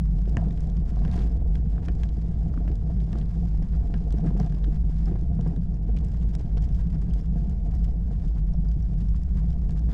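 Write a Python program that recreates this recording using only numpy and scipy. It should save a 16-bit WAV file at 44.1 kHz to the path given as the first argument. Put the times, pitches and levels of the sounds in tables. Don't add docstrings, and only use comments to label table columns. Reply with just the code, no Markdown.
import sys
import numpy as np
from scipy import signal
from scipy.fft import rfft, irfft, next_fast_len
from scipy.io import wavfile
from scipy.ndimage import uniform_filter1d, minimum_filter1d

SR = 44100
rng = np.random.default_rng(int(sys.argv[2]) if len(sys.argv) > 2 else 0)


def pcm_store(signal):
    levels = np.round(np.clip(np.atleast_2d(signal), -1, 1) * 32767)
    wavfile.write(sys.argv[1], SR, levels.astype(np.int16).T)


N = 437913
TIME = np.arange(N) / SR

# f/Hz, level/dB
SWAY_SPECTRUM = [(6, -15.5), (14, -1), (23, -18), (34, -3), (41, -1.5), (48, 9), (56, 4.5), (66, 1.5),
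                 (76, -14), (100, -18.5), (160, -76.5)]
# f/Hz, level/dB
DRONE_SPECTRUM = [(50, -39), (78, -10.5), (100, -3.5), (120, -5.5), (146, -1.5), (162, 4), (174, -0.5),
                  (203, -9.5), (226, -17), (270, -34)]
# t/s, level/dB
DRONE_LEVEL = [(0.05, -29.5), (0.5, -33.5), (1.0, -33), (2.3, -34), (3.0, -32.5), (4.0, -33.5),
               (4.9, -32.5), (5.4, -32.5), (6.5, -32.5), (7.5, -34), (8.5, -34), (9.4, -32), (9.9, -33.5)]
# t/s, level/dB
ROUGHNESS = [(0.1, -49), (0.33, -44), (0.4, -41.5), (0.62, -46), (1.18, -40.5), (1.5, -45.5), (2.6, -44),
             (2.85, -46.5), (4.05, -44.5), (4.22, -44), (4.3, -41.5), (4.75, -45.5), (5.02, -46.5),
             (5.11, -34.5), (5.2, -47), (5.5, -43.5), (5.62, -47.0), (6.95, -45.5), (8.3, -49),
             (9.1, -48.5), (9.9, -45.5)]
# f/Hz, level/dB
TREAD_SPECTRUM = [(130, -15), (230, 3), (285, 0.5), (390, -6), (470, -5.5), (535, -15.5), (640, -13.5),
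                  (780, -14.5), (1000, -28.5), (1400, -41), (2500, -55.5)]
# f/Hz, width/Hz, boost/dB
RESONANCES = [(468, 6.9, 4.5), (628, 13, 4), (694, 23, 10), (1619, 35, 8), (1747, 33, -0.5)]

# t/s, level/dB
LOOSE_GRIT = [(0.05, -67.5), (0.48, -65), (0.82, -68.5), (1.21, -59), (1.38, -72.5), (1.7, -71.5),
              (1.85, -67), (2.3, -69), (3.15, -66.5), (4.0, -68), (4.45, -64.5), (4.82, -71), (5.02, -65),
              (5.25, -70.5), (5.85, -72), (6.05, -68.5), (7.8, -69.5), (8.05, -71), (9.05, -71), (9.9, -70)]
# f/Hz, level/dB
GRIT_SPECTRUM = [(1200, -10), (2000, 2), (2700, -2), (3300, -2.5), (4400, -2.5), (4950, 0.5), (5600, -4.5),
                 (6100, -4), (7500, -5.5), (8500, -11.5), (10000, -9.5), (11200, -26.5), (13000, -20.5),
                 (15000, -27)]
# f/Hz, width/Hz, boost/dB
GRAIN_PITCHES = [(3250, 1500, 7), (5300, 1300, 6.5), (7470, 2100, 2.5)]
# f/Hz, level/dB
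GRIND_SPECTRUM = [(500, -15), (900, 1), (1200, -3.5), (1900, -8), (2500, -14.5), (4000, -25.5)]
# t/s, length/s, coarse stones/dB, fine grit/dB
TREAD_BITES = [(0.38, 0.13, -76, -72), (0.872, 0.049, -63, -67), (1.02, 0.3, -58, -68),
               (1.5, 0.11, -72, -70), (1.81, 0.076, -64, -67), (1.929, 0.037, -66, -67),
               (3.633, 0.067, -59.5, -71), (3.724, 0.057, -60, -70), (4.233, 0.085, -64, -66),
               (4.42, 0.06, -64, -67), (4.701, 0.09, -58, -65.5), (4.867, 0.067, -67, -69),
               (6.044, 0.05, -64, -66), (6.205, 0.042, -61, -64.5), (6.277, 0.039, -64, -63),
               (6.318, 0.04, -63, -66), (6.389, 0.036, -65, -67), (6.613, 0.055, -64, -64),
               (6.743, 0.037, -64, -64), (6.774, 0.055, -62, -65), (6.93, 0.039, -59.5, -71),
               (7.005, 0.025, -65, -69), (7.165, 0.059, -64, -65), (7.37, 0.057, -68, -72.5),
               (7.695, 0.084, -61.5, -65.5), (7.825, 0.047, -63, -62.5), (8.11, 0.04, -73, -69),
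               (8.183, 0.097, -66, -70), (8.343, 0.09, -66, -69.5), (8.968, 0.065, -70, -65.5),
               (9.13, 0.05, -67, -69), (9.353, 0.073, -62, -68), (9.42, 0.06, -68, -71),
               (9.757, 0.035, -67, -69), (9.88, 0.064, -63, -68)]

# t/s, level/dB, hardness/(dB per octave), thud/dB, hollow low tones/dB
BUMPS = [(0.3692, -48.5, 0, -20, -4), (0.415, -59, -20, -40, -9), (0.9679, -55.5, -27, -32, -10),
         (1.015, -58, -22, -38, -14), (1.0499, -60.5, -0.5, -30, -7), (1.401, -63, -12, -31.5, 7),
         (1.184, -63, -12, -34.5, -1), (1.7799, -58, -22, -38, -9), (1.8833, -54, 3, -31, 5),
         (2.0332, -59.5, 2, -31.5, -2), (2.678, -56.5, 1.5, -38, 10.5), (2.9, -61, -25, -37.5, -6),
         (3.1303, -61, -1, -30, 0), (3.155, -55.5, -16, -49, 6), (3.4308, -62, -25, -36, -2),
         (3.9405, -55.5, 1, -32, -10), (4.138, -58, -10, -33, 5), (4.182, -60, -23, -29, -3),
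         (4.246, -64, -6, -37, -1), (4.2624, -56, -16, -28.5, 8), (4.352, -66, -20, -34, 2),
         (4.4002, -48, -16, -19, -1), (4.5219, -65, -3, -50, -11), (5.124, -63, -3, -30, 10),
         (5.1564, -61, -4, -42, 2), (5.313, -62, -24, -29.5, -6), (5.3913, -55.5, -20, -25, -1),
         (5.4619, -51, -32, -36, 0.5), (5.8895, -56.5, -26, -30, 0), (6.5696, -55, -12, -33.5, 0.5),
         (7.474, -72, -19, -28.5, 2), (7.885, -63, -22, -36, -1), (8.1099, -60, -23, -31.5, 0),
         (9.6939, -61, -6.5, -49, -10)]
# f/Hz, level/dB, time to fade by 60 dB/s
BODY_TONES = [(318, -9.5, 0.046), (458, 0, 0.04), (703, -4, 0.08), (780, -0.5, 0.011), (930, -2.5, 0.021),
              (1164, -5, 0.017), (1460, -1.5, 0.01), (1640, -12.5, 0.063), (1776, -10.5, 0.045),
              (2070, -5.5, 0.011), (2850, -2.5, 0.0099)]
# t/s, level/dB, f/Hz
ROCKS = [(0.272, -36, 350), (1.176, -31, 304), (1.593, -33.5, 282), (1.897, -31, 286), (2.174, -35, 307),
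         (2.572, -26, 257), (2.697, -28.5, 306), (3.149, -32, 343), (4.137, -26, 299), (4.256, -28, 288),
         (4.347, -30.5, 350), (4.537, -32, 284), (4.678, -27.5, 308), (5.113, -29.5, 340),
         (5.150, -35, 330), (5.219, -32.5, 315), (8.763, -34.5, 282)]
# t/s, level/dB, starting f/Hz
STONE_POPS = [(0.3702, -33, 950), (1.7805, -37, 1000), (2.0348, -44, 3700), (2.5395, -44, 1450),
              (2.576, -40, 1500), (3.155, -41.5, 1400), (4.247, -46, 1600), (4.271, -42.5, 1250),
              (4.306, -45, 1200), (4.366, -47, 1150), (4.4008, -33, 795), (8.366, -51, 1140),
              (9.145, -48, 1350)]
# t/s, length/s, level/dB, f/Hz
HOLLOW_RINGS = [(0.384, 0.018, -39, 710), (0.414, 0.029, -46, 698), (0.657, 0.057, -51, 698),
                (1.07, 0.16, -51, 700), (2.885, 0.031, -48, 694), (4.186, 0.028, -50, 720),
                (4.429, 0.063, -50, 707), (7.629, 0.05, -52, 698), (7.72, 0.042, -52, 690),
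                (8.52, 0.044, -51, 620)]
# t/s, level/dB, low part/dB, treble at 8 kHz/dB, fade time of the rasp/ms
LARGE_STONES = [(0.256, -71, 2, -30, 1), (0.369, -58, 12, 0, 1), (0.507, -67, -1, -15, 3),
                (0.5748, -69, -20, -16, 1.2), (0.768, -68.5, -10, -5, 3), (0.9918, -71, -9, -7, 1),
                (1.0497, -65, -6, -8, 3), (1.0786, -69, 3, -15, 1.5), (1.1135, -64, -11, -10, 2),
                (1.1403, -64, -14, -7, 2), (1.1638, -68, -15, 2, 2), (1.191, -63, -15, -18, 2),
                (1.218, -67, -10, -19, 2), (1.5544, -59.5, -3, -16, 1.2), (1.8842, -61.5, -10, -8, 1.1),
                (2.034, -60, -13, -14, 0.76), (2.0894, -67.5, -10, -15, 1.5), (2.715, -70, -6, -16, 3),
                (3.002, -69, -6, -12, 3), (3.129, -65, -7, -7, 1.6), (3.1867, -67.5, -9, -12, 1.2),
                (3.213, -66, -18, -34, 1.2), (3.625, -70, 3, 1, 2), (3.9399, -60.5, 2, -21, 1.1),
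                (4.1057, -67, -2, -3, 1), (4.124, -64, -14, 6, 2), (4.184, -68, -7, -7, 3),
                (4.378, -73, -14, 4, 0.7), (4.399, -60, -5, -1, 1.5), (4.418, -69, -6, -8, 2),
                (4.4294, -68.5, -7, -15, 1.5), (4.468, -74, 1, -10, 1.5), (4.497, -72, -4, -8, 1.5),
                (4.522, -70, 0, -6, 3), (4.6411, -62, -2, -15, 1.6), (4.6457, -66, -2, -10, 1.5),
                (5.4096, -66, -6, 0, 3.2), (5.4753, -71, -9, 3, 1.5), (5.562, -69, 0, -7, 2.2),
                (5.965, -65, -16, -7, 2), (5.971, -62.5, -19, -20, 2), (5.986, -68, -16, -4, 3),
                (6.0459, -70, -16, 8, 2), (6.3511, -58, -8, 3.5, 1.8), (6.3936, -71, -9, -5, 4),
                (6.5718, -65, -3, -10, 2.8), (6.5786, -63.5, 0, -12, 2.5), (6.622, -68, -12, 4, 5),
                (6.689, -70.5, -13, -5, 2.7), (6.746, -70, -24, 0, 4), (6.872, -75, -8, -5, 1.5),
                (6.9448, -73, -7, -4, 2), (7.109, -71, -11, -19, 1.5), (7.1364, -64, -9, 2, 2.2),
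                (7.496, -72, -9, 7, 1.7), (7.8426, -67, -14, -1, 2), (8.278, -72, -12, 2, 0.91),
                (8.714, -69, -10, 0, 4), (9.087, -71.5, -18, 3, 1.1), (9.2345, -72.5, -15, 5, 1.2),
                (9.504, -71, -12, -9, 1.5), (9.692, -68.5, -22, -12, 2.5), (9.707, -68, -16, 7, 1.5),
                (9.7928, -70, -1, 3, 1.5), (9.915, -67, -2.5, -13, 1.8)]
# f/Hz, level/dB
SNAP_SPECTRUM = [(700, -13), (2000, -1.5), (3200, 1), (4300, -4.5), (5300, -0.5), (6500, -4.5),
                 (8500, -10.5), (10000, -14), (11300, -33), (15000, -35.5)]
# t/s, level/dB, f/Hz
METAL_TAPS = [(5.0558, -66, 5240), (5.741, -74, 5370), (7.21, -73, 5400), (8.5344, -73, 5400),
              (8.685, -69, 5000), (8.8235, -74, 5600)]

CLICK_DB = 9


def frame_rumble(jolt):
    sway = steady_shake(SWAY_SPECTRUM, evenness=0.5) * undb(-24.6 + drift(per_s=11))
    strength = np.hypot(follow(DRONE_LEVEL), undb(1) * jolt)
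    drone = steady_shake(DRONE_SPECTRUM, evenness=0.22) * strength
    flutter = undb(2 * drift(per_s=35))
    return sway + drone * flutter


def tread_rumble(jolt):
    blows = impacts(per_s=1200, spread_db=2.5)
    flutter = undb(2.5 * drift(per_s=60) + 0.5 * drift(per_s=14))
    strength = np.hypot(follow(ROUGHNESS) * undb(-1.65), undb(5.5) * jolt)
    return unit(colour(blows * flutter, TREAD_SPECTRUM, RESONANCES)) * strength


def shudder(times, levels_db, rise_s=0.0023, settle_s=0.048):
    out, t = np.zeros(N), np.arange(SR // 2) / SR
    shape = np.minimum(t / rise_s, 1) * np.exp(-t / settle_s)
    for s, db in zip(times, levels_db):
        add(out, s, undb(db) * shape)
    return out


def gravel_crunch(jolt):
    clusters = undb(1.8 * drift(per_s=120) + drift(per_s=24))
    fine = 0
    for grain in GRAIN_PITCHES:
        slips = scrapes(per_s=200, spread_db=3, decay_s=0.0021, rise_s=0.00033)
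        hiss = undb(-5.5) * rng.standard_normal(N)
        fine += colour((slips + hiss) * clusters, GRIT_SPECTRUM, [grain])
    slow_slips = scrapes(per_s=740, spread_db=3, decay_s=0.0038, rise_s=0.00098)
    coarse = colour(slow_slips * clusters, GRIND_SPECTRUM, RESONANCES)
    coarse_bite, fine_bite = tread_bites()
    fine_gain = np.hypot(follow(LOOSE_GRIT) * undb(-2.5), fine_bite)
    rolling = undb(-67.5) * swell(ROUGHNESS, share=0.34) * swell(LOOSE_GRIT, share=0.76)
    coarse_gain = np.hypot(rolling, coarse_bite + undb(-9) * jolt)
    return unit(fine) * fine_gain + unit(coarse) * coarse_gain


def scrapes(per_s, spread_db, decay_s, rise_s):
    energy = impacts(per_s, spread_db) ** 2
    for lag_s in (decay_s, rise_s):
        energy = signal.lfilter([1], [1, -np.exp(-1 / (lag_s * SR))], energy)
    return unit(np.sqrt(energy) * rng.standard_normal(N))


def tread_bites(jerks_per_s=90, jerk_fall_db=5):
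    coarse, fine = np.zeros((2, N))
    for s, length_s, coarse_db, fine_db in TREAD_BITES:
        t = np.arange(int(length_s * SR)) / SR
        uneven_rate = jerks_per_s * undb(4 * drift(per_s=100)[:len(t)])
        jerk_count = np.cumsum(uneven_rate) / SR + rng.random()
        jerks = unit(undb(-jerk_fall_db * (jerk_count % 1)))
        shape = np.sin(np.pi * t / length_s) * jerks
        add(coarse, s, shape * undb(coarse_db))
        add(fine, s, shape * undb(fine_db))
    return coarse, fine


def loose_part_knocks(mount_hz=165, mount_ring_s=0.15, rebound_s=0.009, rebound_db=-13.5):
    out, t = np.zeros(N), np.arange(SR // 5) / SR
    hz, tone_db, ring_s = np.transpose(BODY_TONES)[:, :, None]
    octaves_up = np.clip(np.log2(hz / 650), 0, 1.6)
    is_low = hz < 550
    thud = np.sin(2 * np.pi * mount_hz * t) * fade(t, mount_ring_s)
    onset = np.minimum(t / 0.0013, 1)
    for s, db, hard_db, thud_db, hollow_db in BUMPS:
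        detune, scatter = rng.standard_normal((2, len(BODY_TONES), 1))
        gains = undb(tone_db + octaves_up * hard_db + is_low * hollow_db + 0.84 * scatter)
        tones = np.sin(2 * np.pi * hz * (1 + 0.0042 * detune) * t) * fade(t, ring_s)
        ring = np.sum(gains * rng.choice([-1, 1], hz.shape) * tones, axis=0)
        contact = burst(t, rise_s=0.0007, decay_s=0.0022, tail_db=-19, tail_s=0.011)
        contact[SR // 2000] += undb(CLICK_DB)
        crack = colour(contact, [(300, 3.5), (700, -2), (1300, -7), (1900, -12), (2700, -14.5)])
        knock = unit(ring) + undb(-4 + 0.7 * hard_db) * unit(crack)
        add(out, s, onset * (undb(db) * knock + undb(thud_db) * thud))
        delays_s = rebound_s * np.cumsum(0.5 + rng.random(2))
        for bounce, delay_s in enumerate(delays_s, 1):
            add(out, s + delay_s, onset * undb(db + bounce * rebound_db) * knock)
    return out


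def rock_booms(rise_s=0.005, ring_s=0.032):
    out, t = np.zeros(N), np.arange(SR // 8) / SR
    shape = np.minimum(t / rise_s, 1) * fade(np.maximum(t - rise_s, 0), ring_s)
    for s, db, pitch_hz in ROCKS:
        phase = 2 * np.pi * pitch_hz * t
        boom = np.sin(phase) + undb(-10) * np.sin(1.45 * phase)
        add(out, s, undb(db) * shape * boom)
    return out


def stone_clacks(rise_s=0.00059, ring_s=0.014, drop_share=0.43, drop_s=0.0038, rasp_db=-11):
    out, t = np.zeros(N), np.arange(SR // 25) / SR
    shape = np.minimum(t / rise_s, 1) * fade(t, ring_s)
    shape /= shape.max()
    pitch_drop = 1 - drop_share * (1 - np.exp(-t / drop_s))
    for s, db, pitch_hz in STONE_POPS:
        pop = np.sin(2 * np.pi * np.cumsum(pitch_hz * pitch_drop) / SR)
        rasp = unit(colour(rng.standard_normal(len(t)), GRIND_SPECTRUM))
        add(out, s, undb(db) * shape * (pop + undb(rasp_db) * rasp))
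    return out


def mount_rings(width_hz=70, boost_db=9):
    out = np.zeros(N)
    spectrum = [(300, -26), (520, -12), (720, 0), (950, -13), (1400, -30)]
    for s, length_s, db, pitch_hz in HOLLOW_RINGS:
        arch = np.sin(np.linspace(0, np.pi, int(length_s * SR)))
        blows = impacts(per_s=700, spread_db=2.5)[:SR // 4]
        ring = colour(blows, spectrum, [(pitch_hz, width_hz, boost_db)])
        add(out, s, undb(db) * arch * unit(ring[-len(arch):]))
    return out


def flying_stones(pebbles_per_s=3):
    out = np.zeros(N)
    for s, db, weight_db, treble_db, rasp_ms in LARGE_STONES:
        add(out, s, snap(weight_db, treble_db, rasp_ms / 1000) * undb(db))
    grit_gain = np.minimum(follow(LOOSE_GRIT), undb(-65))
    for i in np.flatnonzero(rng.random(N) < pebbles_per_s / SR):
        size, sharpness = rng.standard_normal(2)
        pebble = snap(weight_db=-10, treble_db=2.5 + 6 * sharpness)
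        add(out, i / SR, pebble * grit_gain[i] * undb(-8.5 + 5.5 * min(size, 1)))
    return out


def snap(weight_db, treble_db, rasp_s=0.0012):
    t = np.arange(SR // 20) / SR
    crack = burst(t, rise_s=0.0008, decay_s=rasp_s, tail_db=-18, tail_s=0.0045)
    crack[SR // 1000] += undb(CLICK_DB)
    bright = colour(crack, [(4000, -0.5), (8000, treble_db), (16000, -3.5)])
    high = colour(bright, SNAP_SPECTRUM)
    low = colour(crack, [(400, -9.5), (700, 2), (1100, 5), (1800, 8), (2600, 1.5), (4000, -19)], RESONANCES)
    return unit(high) + undb(weight_db) * unit(low)


def grit_spray(start_s=1.09, length_s=0.2, grains_per_s=70):
    out, count = np.zeros(N), int(grains_per_s * length_s)
    for progress in (np.arange(count) + rng.random(count)) / count:
        grain = snap(weight_db=-12, treble_db=-10)
        add(out, start_s + progress * length_s, grain * undb(-69.5) * np.sin(np.pi * progress))
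    return out


def metal_tings(width_hz=700, boost_db=17):
    out, t = np.zeros(N), np.arange(SR // 20) / SR
    spectrum = [(2000, -34), (4600, -10.5), (6500, -11), (9000, -22.5)]
    for s, db, pitch_hz in METAL_TAPS:
        tap = burst(t, rise_s=0.0012, decay_s=0.003, tail_db=-20, tail_s=0.005)
        ring = colour(tap, spectrum, [(pitch_hz, width_hz, boost_db)])
        add(out, s, unit(ring) * undb(db))
    return out


def steady_shake(spectrum, evenness):
    swing = unit(colour(rng.standard_normal(N), spectrum))
    outline = np.abs(signal.hilbert(swing, next_fast_len(N)))[:N]
    outline = uniform_filter1d(outline, size=900)
    return unit(swing / outline ** evenness)


def impacts(per_s, spread_db):
    hit = rng.random(N) < per_s / SR
    size = undb(spread_db * np.minimum(rng.exponential(size=N), 4))
    return hit * size * rng.choice([-1, 1], N)


def burst(t, rise_s, decay_s, tail_db, tail_s):
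    shape = np.exp(-t / decay_s) + undb(tail_db) * np.exp(-t / tail_s)
    return rng.standard_normal(len(t)) * shape * np.minimum(t / rise_s, 1)


def colour(x, spectrum, resonances=()):
    size = 2 * next_fast_len(len(x) // 2 + 1)
    hz = np.maximum(np.fft.rfftfreq(size, 1 / SR), 1)
    points_hz, points_db = np.transpose(spectrum)
    db = np.interp(np.log(hz), np.log(points_hz), points_db)
    db -= 20 * np.clip(np.log2(hz / points_hz[-1]), 0, 4)
    for centre, width, boost in resonances:
        db += boost / (1 + (2 * (hz - centre) / width) ** 2)
    cepstrum = irfft(db * np.log(10) / 20)
    cepstrum[1:size // 2] *= 2
    cepstrum[size // 2 + 1:] = 0
    return irfft(rfft(x, size) * np.exp(rfft(cepstrum)))[:len(x)]


def drift(per_s):
    hold = int(SR / per_s)
    steps = np.repeat(rng.standard_normal(N // hold + 1), hold)
    return uniform_filter1d(steps, hold)[:N] * np.sqrt(3 / 2)


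def fade(t, ring_s):
    return np.exp(-np.log(1000) * t / ring_s)


def follow(curve):
    return undb(np.interp(TIME, *np.transpose(curve)))


def swell(curve, share):
    db = np.interp(TIME, *np.transpose(curve))
    return undb(share * (db - db.mean()))


def undb(db):
    return 10 ** (np.asarray(db) / 20)


def unit(x):
    return x / np.sqrt(np.mean(x ** 2))


def add(out, s, sound):
    start = int(s * SR)
    part = out[start:start + len(sound)]
    part += sound[:len(part)]


def scene():
    times, knock_db, _, thud_db, hollow_db = np.transpose(BUMPS)
    mix = frame_rumble(shudder(times, thud_db))
    mix += tread_rumble(shudder(times, knock_db + hollow_db))
    mix += gravel_crunch(shudder(times, knock_db))
    mix += flying_stones() + grit_spray() + metal_tings()
    mix += loose_part_knocks() + stone_clacks() + mount_rings() + rock_booms()
    return mix[None]


def record(dry, limit_db=-13, boost_db=1.39, top_hz=15600):
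    peak = -minimum_filter1d(-np.abs(dry), size=500, axis=-1)
    gain = 1 / (1 + (peak / undb(limit_db)) ** 4) ** (1 / 4)
    limited = dry * uniform_filter1d(gain, size=500, axis=-1) * undb(boost_db)
    low_pass = signal.ellip(8, 0.2, 70, top_hz, fs=SR, output="sos")
    return signal.sosfilt(low_pass, limited)


dry = scene()
out = record(dry)
pcm_store(out)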